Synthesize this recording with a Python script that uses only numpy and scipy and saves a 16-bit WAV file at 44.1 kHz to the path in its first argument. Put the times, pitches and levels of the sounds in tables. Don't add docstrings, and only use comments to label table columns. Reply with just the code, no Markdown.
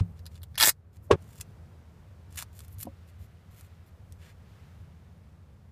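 import sys
import numpy as np
from scipy import signal
from scipy.fft import rfft, irfft
from scipy.io import wavfile
from scipy.ndimage import uniform_filter1d

SR = 44100
rng = np.random.default_rng(int(sys.argv[2]) if len(sys.argv) > 2 else 0)


def put_to_file(sound):
    columns = np.atleast_2d(sound).T
    safe = np.clip(columns, -1, 1)
    whole_steps = np.round(safe * 32767)
    wavfile.write(sys.argv[1], SR, whole_steps.astype(np.int16))


N = 252156
TIME = np.arange(N) / SR
TEAR_START_S, TEAR_END_S = 0.5965, 0.6972

# f/Hz, width/Hz
TAPE_RINGS = [(1550, 1581), (4100, 2600), (12000, 3500)]
# f/Hz, level/dB
SLAP_TONE = [(300, -17.5), (700, 1.5), (1000, 3.5), (1600, -2), (2900, -4.5), (4500, -10.5), (8000, -14),
             (15000, -38.5)]
# f/Hz, time to fade by 60 dB/s
ECHO_FADE = [(300, 0.049), (2000, 0.047), (6000, 0.05), (14000, 0.035)]


def amp(db):
    return 10 ** (np.asarray(db) / 20)


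def unit(x):
    return x / np.sqrt(np.mean(x ** 2) + 1e-20)


def read(points, hz):
    f, value = np.transpose(points)
    return np.interp(np.log(hz + 1), np.log(f + 1), value)


def level(rows):
    return amp(np.interp(TIME, *np.transpose(rows)))


def swells(rows):
    return sum(height * np.exp(-((TIME - s) / half) ** 2) for s, half, height in rows)


def add(mix, s, sound):
    part = mix[max(round(s * SR), 0):][:len(sound)]
    part += sound[:len(part)]


def colour(x, points, tilt_db=0):
    hz = np.fft.rfftfreq(len(x), 1 / SR)
    octaves = np.log2(np.maximum(hz, 500) / 6000)
    return unit(irfft(rfft(x) * amp(read(points, hz) + tilt_db * octaves), len(x)))


def fade(x, fade_times):
    hz, t, bands = signal.stft(x, SR, nperseg=128)
    bands *= amp(-60 * t / read(fade_times, hz)[:, None])
    return signal.istft(bands, SR, nperseg=128)[1][:len(x)]


def resonate(x, hz, width):
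    turn = np.exp(2j * np.pi * np.cumsum(hz * np.ones(len(x))) / SR)
    r = np.exp(-np.pi * width / SR)
    return 2 * (turn * signal.lfilter([(1 - r) ** 2], [1, -2 * r, r * r], x / turn)).real


def ring(notes, contact_s):
    t = TIME[:SR // 3]
    swing = sum(amp(db - 60 * t / fade_s) * np.sin(2 * np.pi * hz * t) for hz, db, fade_s in notes)
    return swing * np.minimum(t / contact_s, 1)


def crackle(size, per_s, spread_db, hiss):
    sizes = amp(spread_db * np.minimum(rng.exponential(1, size), 3)) * rng.choice([-1, 1], size)
    clicks = sizes * (rng.random(size) < per_s / SR)
    return unit(clicks) + hiss * rng.standard_normal(size)


def snaps(rows, rings, gain_db, crack_db, splinter, splinter_s):
    out, t = np.zeros(N), TIME[:SR // 100]
    for s, snap_db, bright_db in rows:
        kick = splinter * rng.standard_normal(len(t)) * np.exp(-t / splinter_s)
        kick[0] += 1
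        for (hz, width), db in zip(rings, (-bright_db, crack_db, bright_db)):
            ping = unit(resonate(kick, hz * rng.uniform(0.79, 1.164), width))
            add(out, s, amp(snap_db + db + gain_db) * ping)
    return signal.sosfilt(signal.butter(3, 750, "high", fs=SR, output="sos"), out)


def stroke(length_s, tilt_db, sizzle_db, per_s, spread_db, hiss, grip_db):
    # f/Hz, level/dB
    slip_tone = [(350, -37.5), (600, -17.5), (1180, -10.5), (1760, -2), (2680, -1.5), (4090, -2),
                 (6310, -3.5), (6950, 1.5), (12300, -6.5), (15500, -4.5)]
    size = round(length_s * SR)
    grip = amp(grip_db * unit(uniform_filter1d(rng.standard_normal(size), SR // 250)))
    slips = crackle(size, per_s, spread_db, hiss) * grip
    sizzle = amp(sizzle_db) * unit(resonate(slips, hz=12300, width=4500))
    return (colour(slips, slip_tone, tilt_db) + sizzle) * signal.windows.tukey(size, .2)


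def echoes(x, echo_db, gap_s):
    t = TIME[:SR // 5]
    bounces = rng.choice([-1., 1.], len(t)) * (rng.random(len(t)) < 6000 / SR) * (t > gap_s)
    tail = fade(bounces, ECHO_FADE)
    return x + amp(echo_db) * signal.fftconvolve(x, tail / np.linalg.norm(tail))[:N]


def hum():
    # f/Hz, level/dB
    hum_tone = [(18, -33), (33, -20), (62, -7), (73, 1), (82, 4), (97, 2.5), (112, -7.5), (165, -14.5),
                (195, -23.5), (228, -23), (255, -34.5), (300, -29), (400, -56.5)]
    # t/s, half length/s, change/dB
    lumps = [(0.85, 0.16, -9.5), (1.92, 0.16, -4), (2.37, 0.08, 4), (2.75, 0.13, 6.5), (3.21, 0.039, 7.5),
             (3.41, 0.044, -7), (4.13, 0.072, 5.5), (4.82, 0.042, 7)]
    cabin_db, bay_db, bay_start_s, fall_db_per_s = -45.5, -49, 1.16, 1.01
    rumble = colour(rng.standard_normal(N), hum_tone)
    rumble /= np.sqrt(uniform_filter1d(rumble ** 2, SR // 6))
    hum_db = np.where(TIME < bay_start_s, cabin_db, bay_db - fall_db_per_s * (TIME - bay_start_s))
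    return rumble * amp(uniform_filter1d(hum_db, SR // 20) + swells(lumps))


def open_air():
    # f/Hz, level/dB
    air_tone = [(100, -2), (150, 14), (220, 7), (270, -1), (480, 0), (750, -5), (1400, -9.5), (2800, -18),
                (5600, -24), (10000, -29), (15500, -32)]
    # t/s, level/dB
    air_levels = [(0, -56), (.8, -65.5), (1.15, -57.5), (3.3, -61.5), (4.65, -59.5), (5.72, -62.5)]
    air = colour(rng.standard_normal(N), air_tone)
    muffled = signal.sosfiltfilt(signal.butter(1, 1800, fs=SR, output="sos"), air)
    treble = (air - muffled) * level([(1.11, -7), (1.16, 1)])
    return (muffled + treble) * level(air_levels)


def panel_bump():
    # f/Hz, level/dB, fade time/s
    panel_notes = [(97.3, -9, 0.1), (169.6, -26.5, 0.23), (247, -32, 0.081), (439, -40.5, 0.072)]
    out = np.zeros(N)
    slap = fade(colour(rng.standard_normal(SR // 4), SLAP_TONE), ECHO_FADE)
    add(out, 0, amp(-40.5) * slap)
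    add(out, .0065, ring(panel_notes, contact_s=0.0061))
    return out


def finger_rubs():
    # start/s, end/s, level/dB, tilt/(dB per octave), sizzle/dB
    strokes = [(0.152, 0.208, -70.5, -5, -16), (1.022, 1.075, -70, 5, -6), (3.068, 3.112, -69, -2.5, -6),
               (3.188, 3.273, -70.5, -2.5, -1.5), (3.594, 3.683, -70.5, -2.5, -5),
               (3.858, 3.90, -73, -4, 0.5), (4.182, 4.338, -61, -6.5, -17.5)]
    out, softer_ends_db = np.zeros(N), 9.5
    for start, end, db, tilt_db, sizzle_db in strokes:
        rub = stroke(end - start, tilt_db, sizzle_db, per_s=990, spread_db=-1, hiss=0.94, grip_db=1.3)
        add(out, start, rub * amp(db - softer_ends_db * np.linspace(-1, 1, len(rub)) ** 2))
    return out


def backing_cracks():
    # t/s, relative level/dB, brightness/dB
    cracks = [(0.1925, -63, -1.5), (0.2566, -57.5, -1), (0.265, -51.5, 2), (0.3564, -61.5, -0.5),
              (0.4188, -65, 1), (0.4332, -55, 1), (0.5451, -64, -6.5), (0.5555, -51, -5.5),
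              (0.5761, -50, -7), (0.5795, -32, 2), (0.6009, -28.5, 4), (0.6092, -23.5, -0.5),
              (0.6267, -20.5, -1.5), (0.6353, -22, 1)]
    return snaps(cracks, TAPE_RINGS, gain_db=-6, crack_db=6, splinter=.25, splinter_s=0.0013)


def glue_peels():
    # start/s, end/s, relative level/dB, growth/dB, tilt/(dB per octave), sizzle/dB
    pulls = [(0.262, 0.281, -59.5, -11, -2.5, -15), (0.301, 0.389, -68.5, 7, -2.5, -21),
             (0.431, 0.441, -50.5, -10, 6, -12), (0.582, 0.599, -34, -8, -1, -16),
             (0.919, 0.975, -72, 23, -0.5, -15.5), (1.191, 1.411, -67.5, 14.5, 1, -22),
             (1.406, 1.414, -41, 13, 1, -29), (2.296, 2.38, -65, 15, -1, -15.5),
             (2.369, 2.435, -43, -9.5, -1, -17.5), (2.523, 2.668, -65, -1, 1, -6.5),
             (2.692, 2.754, -71, 7, 5, 3.5), (2.778, 2.837, -57, 24, 0, 7.5),
             (3.5, 3.619, -69, 16, -1.5, -3.5)]
    out = np.zeros(N)
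    for start, end, db, growth_db, tilt_db, sizzle_db in pulls:
        peel = stroke(end - start, tilt_db, sizzle_db, per_s=1100, spread_db=2.5, hiss=.36, grip_db=3.5)
        add(out, start, peel * amp(db + growth_db * np.linspace(-.5, .5, len(peel))))
    return amp(1) * out


def tear_pull(s):
    rise_s, rise_db, release_db_per_s = 0.024, 11.5, 1999.5
    risen = np.clip((s - TEAR_START_S) / rise_s, 0, 1)
    force_db = rise_db * (risen - 1) - release_db_per_s * np.maximum(s - TEAR_END_S, 0)
    return force_db, np.interp(s, [TEAR_START_S, TEAR_END_S], [0, 1])


def thread_breaks(count):
    first_s, gap_s, jitter_s = 0.5995, 0.0093, 0.0005
    lateness, strength = rng.standard_normal((count, 2)).T
    s = first_s + gap_s * np.arange(count) + jitter_s * lateness
    force_db, across = tear_pull(s)
    return np.transpose([s, -23 + 0.65 * force_db + 1.5 * strength, 0.5 + 3 * across])


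def loose_flap(grains, breaks):
    # t/s, relative level/dB
    hard_tugs = [(0.61, -26), (0.6348, -30), (0.6762, -28)]
    start_hz, end_hz, fall_s, tug_fade_s = 1450, 480, 0.025, 0.007
    jerks, tugs = np.zeros(N), np.zeros(N)
    for s, _, _ in breaks:
        add(jerks, s, np.ones(1))
    for s, db in hard_tugs:
        add(tugs, s, amp(db) * np.exp(-TIME[:SR // 40] / tug_fade_s))
    flap_hz = end_hz + (start_hz - end_hz) * np.exp(-np.maximum(TIME - TEAR_START_S, 0) / fall_s)
    return resonate(3 * grains + 70 * jerks, flap_hz, width=740) * (amp(-45) + tugs)


def tear():
    # f/Hz, level/dB
    rip_tone = [(450, -32.5), (800, -9.5), (1300, -4.5), (1850, 5.5), (2450, -0.5), (3500, -5),
                (5300, -1.5), (6400, -5), (7800, 1), (9200, -6), (9950, -11), (11500, -5), (14500, -4.5),
                (15500, -9)]
    force_db, across = tear_pull(TIME)
    force = amp(force_db) * (TIME > TEAR_START_S)
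    breaks = thread_breaks(count=11)
    grains = crackle(N, per_s=6500, spread_db=2, hiss=.25)
    sheet = colour(grains, rip_tone)
    low = signal.sosfiltfilt(signal.butter(2, 6000, fs=SR, output="sos"), sheet)
    brightness = amp(-1 + 7 * across)
    sheet = (low / brightness + (sheet - low) * brightness) * amp(-25)
    leaps = np.zeros(N)
    for s, _, _ in breaks:
        add(leaps, s, np.exp(-TIME[:SR // 40] / 0.0019))
    ticks = snaps(breaks, TAPE_RINGS, gain_db=-8, crack_db=-1, splinter=.25, splinter_s=0.0004)
    return force * (sheet * (0.68 + 1.9 * leaps) + loose_flap(grains, breaks)) + ticks


def roll_drop():
    # f/Hz, level/dB, fade time/s
    roll_notes = [(311.6, -32.5, 0.25), (372.6, -18.5, 0.18), (412, -7.5, 0.0832), (462, -7.5, 0.061),
                  (553, -23, 0.17), (650, -22.5, 0.0255), (934, -25, 0.0057), (1110, -14, 0.045),
                  (1650, -24.5, 0.064)]
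    # f/Hz, level/dB, fade time/s
    floor_notes = [(98.2, 0, 0.063), (152.2, -17, 0.1537)]
    # f/Hz, fade time/s
    slap_fade = [(500, 0.12), (2000, 0.078), (6000, 0.06), (14000, 0.054)]
    out = np.zeros(N)
    add(out, 1.1103, -ring(roll_notes, contact_s=0.0024))
    add(out, 1.119, ring(floor_notes, contact_s=0.031))
    slap = fade(colour(rng.standard_normal(SR // 4), SLAP_TONE), slap_fade)
    add(out, 1.1122, amp(-20.5) * slap)
    brush = unit(resonate(rng.standard_normal(N), hz=550, width=250))
    out += brush * level([(1.08, -110), (1.096, -56), (1.11, -13.5), (1.112, -99), (1.116, -110)])
    return out * level([(1.158, 0), (1.165, -61)])


def sleeve_rustle():
    # t/s, half length/s, level/dB
    moves = [(1.27, 0.15, -77.5), (2.956, 0.81, -71), (3.674, 0.19, -73.5), (4.597, 0.21, -67.5),
             (5.004, 0.3, -77)]
    # f/Hz, level/dB
    cloth_tone = [(400, -11.5), (1200, 7), (3000, 1), (5000, -5.5), (9000, -13), (15000, -14)]
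    rustle = colour(crackle(N, per_s=3200, spread_db=2.5, hiss=0.82), cloth_tone)
    return rustle * swells([(s, half, amp(db)) for s, half, db in moves])


def strip_snaps():
    # t/s, relative level/dB, brightness/dB
    releases = [(1.2243, -60, 3.5), (1.357, -56, 4), (1.401, -49, -1), (1.4115, -41.5, 1.5),
                (2.3262, -56, 4), (2.3591, -49.5, 8), (2.3752, -43.5, 10), (2.3855, -44, 1),
                (2.3923, -40, 3), (2.3998, -44, 8), (2.41, -46, -1), (2.4247, -33, 0.5), (2.5921, -51, 10),
                (2.605, -48.5, 4), (2.6822, -66.5, 17.5), (2.7852, -64, 16), (2.811, -52, 15),
                (2.8293, -42, 7), (2.8552, -54, 3), (3.61, -53, 5), (4.1237, -60.5, 13)]
    # f/Hz, width/Hz
    strip_rings = [(1300, 770), (3700, 6500), (10000, 7400)]
    return snaps(releases, strip_rings, gain_db=-10.5, crack_db=-2.5, splinter=0.14, splinter_s=0.0015)


def cap_knock():
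    # f/Hz, level/dB, fade time/s
    cap_notes = [(232.5, -31, 0.073), (296, -33.5, 0.073), (393, -47, 0.032), (546, -37.5, 0.097),
                 (713, -30.5, 0.036), (960, -40.5, 0.043)]
    out = np.zeros(N)
    add(out, 2.8525, amp(-5.5) * ring(cap_notes[:1], contact_s=0.00096))
    add(out, 2.868, ring(cap_notes, contact_s=0.0039))
    return out


def drone():
    start_s, rise_s = 4.14, 0.4
    tone = unit(resonate(rng.standard_normal(N), hz=150.5, width=67))
    return amp(-60) * tone * np.clip((TIME - start_s) / rise_s, 0, 1)


def scene():
    backing, strip = backing_cracks(), strip_snaps()
    tearing = echoes(backing + tear(), echo_db=-4, gap_s=.0015)
    handling = echoes(strip + glue_peels() + finger_rubs(), echo_db=-8.5, gap_s=.0012)
    knocks = roll_drop() + panel_bump() + cap_knock()
    background = hum() + drone() + open_air() + sleeve_rustle()
    return (tearing + handling + knocks + background)[None]


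def record(dry):
    top_hz = 15350
    treble_cut = signal.firwin(401, top_hz, window=("kaiser", 9), fs=SR)
    return signal.oaconvolve(dry, treble_cut[None], "same")


dry = scene()
out = record(dry)
put_to_file(out)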